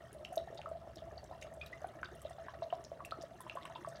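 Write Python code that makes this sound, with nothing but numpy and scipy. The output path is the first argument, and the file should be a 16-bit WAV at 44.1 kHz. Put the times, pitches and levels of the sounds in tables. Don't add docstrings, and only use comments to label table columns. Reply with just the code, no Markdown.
import sys
import numpy as np
from scipy import signal
from scipy.fft import rfft, irfft
from scipy.io import wavfile

SR = 44100
rng = np.random.default_rng(int(sys.argv[2]) if len(sys.argv) > 2 else 0)


def dump(signal):
    limited = np.clip(np.atleast_2d(signal).T, -1, 1)
    pcm = np.round(limited * 32767).astype(np.int16)
    wavfile.write(sys.argv[1], SR, pcm)


N = 176400
T = np.arange(N) / SR

# pitch_hz, width_hz, level_db
RUMBLE_NOTES = [(64, 20.6, -68.5), (74.3, 11, -67), (119, 10.2, -66.5), (149.7, 10.3, -67),
                (194, 47.5, -69.5), (350, 266, -69)]
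# time_s, gain_db
DEEP_SWELL = [(0, -2), (.9, 5), (2.6, 2), (4, -4.5)]
# pitch_hz, gain_db
HISS_TONE = [(30, -28), (250, -2), (450, 0), (650, 0), (850, -5), (2000, -10), (4000, -16), (6000, -20),
             (9500, -22), (12000, -25), (16000, -28)]
# time_s, gain_db
SIMMER_STRENGTH = [(0, 0), (.55, -3.5), (.85, -4), (1.15, -2.5), (1.45, 0), (2.2, 2.5), (3.1, -3),
                   (3.33, -1), (3.55, 3.5), (4, 2.5)]
# start_s, pitch_hz, level_db
FILM_SNAPS = [(0.129, 9300, -56), (0.2468, 5500, -54.5), (0.3285, 9400, -56), (0.3564, 6100, -52.5),
              (0.361, 12400, -51.5), (0.378, 5240, -60.5), (0.546, 6050, -61), (0.689, 7900, -64.5),
              (0.957, 5430, -56), (1.2413, 6200, -58), (1.413, 5550, -55), (1.426, 6600, -55.5),
              (1.538, 8900, -61.5), (1.661, 3940, -51), (1.6643, 12300, -60.5), (1.817, 6500, -60.5),
              (1.871, 9600, -65.5), (2.151, 9200, -61.5), (2.217, 8000, -55.5), (2.297, 8900, -61.5),
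              (3.05, 8250, -50), (3.223, 6650, -57.5), (3.406, 9500, -50.5), (3.414, 12500, -65),
              (3.552, 9200, -60), (3.652, 8250, -57.5), (3.886, 8300, -54)]
# start_s, pitch_hz, level_db (before PLOP_GAIN_DB), swell_s
LARGE_BUBBLES = [(0.2496, 2820, -37.5, 0.00049), (0.3213, 706, -43, 0.0046), (0.3718, 639, -28.5, 0.0032),
                 (0.378, 3750, -41.5, 0.0009), (0.4745, 738, -43.5, 0.0016), (0.483, 1760, -55, 0.002),
                 (0.5028, 480, -43.5, 0.0013), (0.5265, 618, -42.5, 0.0018), (0.591, 784, -44.5, 0.0016),
                 (0.6163, 2620, -43, 0.00028), (0.6591, 1242, -38.5, 0.0013), (0.6698, 630, -42.5, 0.0039),
                 (0.7141, 627, -37, 0.0029), (0.8742, 627, -43.5, 0.0014), (1.02, 649, -48, 0.0064),
                 (1.109, 1180, -58.5, 0.002), (1.178, 4450, -51, 0.0016), (1.3118, 675, -38, 0.0011),
                 (1.325, 960, -51.5, 0.0032), (1.4448, 623, -45.5, 0.0033), (1.6142, 3370, -47, 0.00065),
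                 (1.6123, 2430, -45.5, 0.0041), (1.7283, 1967, -46.5, 0.0033), (1.8171, 595, -47.5, 0.0049),
                 (1.844, 706, -33.5, 0.0018), (2.031, 1470, -32, 0.00083), (2.2509, 608, -37, 0.0026),
                 (2.3078, 676, -43.5, 0.0023), (2.3835, 712, -44, 0.0016), (2.4835, 1610, -46, 0.0012),
                 (2.484, 1040, -41.5, 0.0013), (2.5364, 715, -46.5, 0.0019), (2.6207, 655, -35, 0.0037),
                 (2.622, 950, -40.5, 0.0005), (2.702, 2910, -50, 0.0015), (2.7258, 960, -37.5, 0.001),
                 (2.7258, 688, -30, 0.0033), (2.9168, 606, -38, 0.0017), (3.0046, 1116, -41.5, 0.0013),
                 (3.0485, 2570, -43.5, 0.00092), (3.1097, 3270, -39.5, 0.00015),
                 (3.114, 4180, -48.5, 0.0013), (3.1211, 1270, -36, 0.0016), (3.1218, 643, -39, 0.00105),
                 (3.1864, 344, -41.5, 0.0012), (3.2363, 590, -40, 0.0022), (3.4041, 1000, -45.5, 0.0017),
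                 (3.4657, 970, -44, 0.0014), (3.4973, 2640, -36, 0.00056), (3.5542, 646, -39.5, 0.0031),
                 (3.5711, 1050, -37.5, 0.0023), (3.6549, 2790, -43.5, 0.00046),
                 (3.652, 1060, -42.5, 0.0014), (3.6991, 905, -46.5, 0.00097), (3.7573, 940, -41, 0.0021),
                 (3.8474, 1120, -38, 0.0012), (3.8736, 635, -38, 0.0024), (3.9483, 664, -46, 0.0044)]
# middle_s, pitch_hz, top_level_db
POP_SPATTERS = [(0.582, 3800, -48.5), (0.98, 3860, -52), (1.428, 2650, -45.5), (1.848, 1250, -48.5),
                (2.05, 3700, -46.5), (2.258, 3200, -50), (2.459, 1670, -53), (2.633, 4900, -49.5),
                (2.743, 4520, -53.5), (2.852, 5300, -43.5), (3.001, 1476, -48), (3.219, 4740, -45.5),
                (3.622, 3160, -49), (3.758, 2810, -48.5), (3.963, 4330, -51.5)]
# pitch_hz, width_hz, gain_db
BUCKET_NOTES = [(666.3, 32.4, -1), (1943, 360, -6), (2723, 33, 0.5), (3760, 166, 2)]

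PLOP_GAIN_DB, PLOP_LOW_HZ = 2.5, 290
SWELL_SHAPE, FADE_SHAPE = 0.44, 1.31
POP_GLIDE, SIMMER_GLIDE = 0.016, 0.023
SMALL_FLUTTER_RAD = 0.55


def from_db(db):
    return 10 ** (np.asarray(db) / 20)


def rms_one(x):
    return x / np.sqrt(np.mean(x ** 2) + 1e-20)


def add(out, start_s, sound):
    i = int(np.clip(start_s * SR, 0, N - 1))
    out[i:i + len(sound)] += sound[:N - i]


def resonance(x, hz, width_hz):
    r = np.exp(-np.pi * width_hz / SR)
    feedback = [1, -2 * r * np.cos(2 * np.pi * hz / SR), r * r]
    return signal.lfilter(np.array([1, 0, -1]) * (1 - r * r) / 2, feedback, x + 1e-18)


def rumble(deep_below_hz=105):
    out = np.zeros(N)
    deep_db = np.interp(T, *np.transpose(DEEP_SWELL))
    for hz, width_hz, db in RUMBLE_NOTES:
        churn = resonance(rng.standard_normal(N), hz, 2 * width_hz)
        note = rms_one(resonance(churn, hz, 2 * width_hz))
        out += from_db(db + deep_db * (hz < deep_below_hz)) * note
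    return signal.sosfilt(signal.butter(2, 30, "high", fs=SR, output="sos"), out)


def hiss(level_db=-70.5):
    hz, db = np.transpose(HISS_TONE)
    gain = from_db(np.interp(np.log(np.fft.rfftfreq(N, 1 / SR) + 1), np.log(hz), db))
    cepstrum = irfft(np.log(gain), N)
    cepstrum[1:N // 2] *= 2
    cepstrum[N // 2 + 1:] = 0
    spectrum = rfft(rng.standard_normal(N)) * np.exp(rfft(cepstrum))
    return from_db(level_db) * rms_one(irfft(spectrum, N))


def bubble(hz, swell_s, glide, flutter_rad):
    age = np.arange(int(6 * swell_s * SR) + 2) / (swell_s * SR)
    loudness = age ** SWELL_SHAPE * np.exp(SWELL_SHAPE / FADE_SHAPE * (1 - age ** FADE_SHAPE))
    wobble = flutter_rad * np.interp(age, np.arange(12) / 2, rng.standard_normal(12))
    rising_hz = hz * (1 + glide * (age - 1))
    return loudness * np.sin(2 * np.pi * np.cumsum(rising_hz) / SR + wobble)


def simmer(count, centre_hz, octaves, db, cycles, trailing=0, steady=False, trail_s=0.025, spread_db=7):
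    out = np.zeros(N)
    for when, pitch, strength, length, rise, late in rng.uniform(-1, 1, (count, 6)):
        start_s = (when + 1) / 2 * N / SR
        if abs(late) < trailing:
            plop_s = LARGE_BUBBLES[int(abs(when) * len(LARGE_BUBBLES))][0]
            start_s = plop_s + trail_s * abs(late) / trailing
        hz = centre_hz * 2 ** (octaves * pitch)
        gain = from_db(db + spread_db * strength * abs(strength)) * np.sqrt(centre_hz / hz)
        if not steady:
            gain *= from_db(np.interp(start_s, *np.transpose(SIMMER_STRENGTH)))
        swell_s = cycles * 2 ** length / hz
        glide = SIMMER_GLIDE * (1 + 2 * rise)
        add(out, start_s, gain * bubble(hz, swell_s, glide, SMALL_FLUTTER_RAD))
    return out


def tick(hz, decay_s=0.001, width_share=0.17, fringe_db=-5):
    age = T[:SR // 50] / decay_s
    tear = resonance(rng.standard_normal(len(age)), hz, width_share * hz)
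    crack = rms_one(resonance(tear, hz, width_share * hz))
    fringe = rms_one(resonance(rng.standard_normal(len(age)), hz, hz))
    return age * np.exp(1 - age) * (crack + from_db(fringe_db) * fringe)


def snaps(crackle_s=0.02, octaves=0.6):
    out = np.zeros(N)
    for start_s, hz, db in FILM_SNAPS:
        add(out, start_s, from_db(db) * tick(hz))
        for late, pitch in rng.random(size=(4, 2)):
            droplet = tick(hz * 2 ** (octaves * (2 * pitch - 1)))
            droplet_db = db - 11 * (0.5 + late)
            add(out, start_s + crackle_s * late, from_db(droplet_db) * droplet)
    return out


def plops():
    out = np.zeros(N)
    for start_s, hz, db, swell_s in LARGE_BUBBLES:
        flutter_rad = 0.45 * hz / 3000
        add(out, start_s, from_db(db + PLOP_GAIN_DB) * bubble(hz, swell_s, POP_GLIDE, flutter_rad))
    return signal.sosfilt(signal.butter(2, PLOP_LOW_HZ, "high", fs=SR, output="sos"), out)


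def spatters(spread_s=0.011, octaves=0.39, cycles=1.99, range_db=16):
    out = np.zeros(N)
    for middle_s, centre_hz, db in POP_SPATTERS:
        for when, pitch, strength in rng.uniform(-1, 1, size=(8, 3)):
            hz = centre_hz * 2 ** (octaves * pitch)
            pop = bubble(hz, cycles / hz, POP_GLIDE, SMALL_FLUTTER_RAD)
            add(out, middle_s + spread_s * when, from_db(db - range_db * abs(strength)) * pop)
    return out


def walls(x, decay_s=0.002, echo_db=-3):
    t = T[:SR // 50]
    echoes = rng.standard_normal(len(t)) * np.exp(-t / decay_s)
    return x + from_db(echo_db) * signal.fftconvolve(x, echoes / np.linalg.norm(echoes))[:N]


def bucket_air(x):
    return sum(from_db(db) * resonance(x, hz, width_hz) for hz, width_hz, db in BUCKET_NOTES)


def kitchen(x, echo_db=-9.5, delay_s=0.0012, split_hz=4500, low_fade_s=0.23, high_fade_s=0.068):
    t = T[:SR // 2]
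    noise = rng.standard_normal(len(t)) * (t > delay_s)
    low = signal.sosfilt(signal.butter(1, split_hz, fs=SR, output="sos"), noise)
    tail = low * from_db(-60 * t / low_fade_s) + (noise - low) * from_db(-60 * t / high_fade_s)
    return from_db(echo_db) * signal.fftconvolve(x, tail / np.linalg.norm(tail))[:N]


def scene():
    large = plops()
    spray = simmer(count=1500, centre_hz=8600, octaves=0.75, db=-76.5, cycles=2.6)
    small = spatters() + snaps() + walls(spray)
    small += simmer(count=170, centre_hz=443.5, octaves=0.543, db=-61.5, cycles=1.4)
    small += simmer(count=260, centre_hz=635.7, octaves=0.13, db=-54, cycles=2.17, steady=True)
    small += walls(simmer(count=900, centre_hz=1452, octaves=0.47, db=-67.5, cycles=1.91, trailing=0.3))
    small += walls(simmer(count=1000, centre_hz=3089, octaves=0.693, db=-72, cycles=2.62, trailing=0.3))
    ringing = bucket_air(small + from_db(-7) * large)
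    bubbles = large + small
    return (bubbles + ringing + hiss() + kitchen(bubbles) + rumble())[None]


def record(dry, cutoff_hz=16200):
    return signal.sosfilt(signal.ellip(10, 0.1, 70, cutoff_hz, fs=SR, output="sos"), dry)


dry = scene()
out = record(dry)
dump(out)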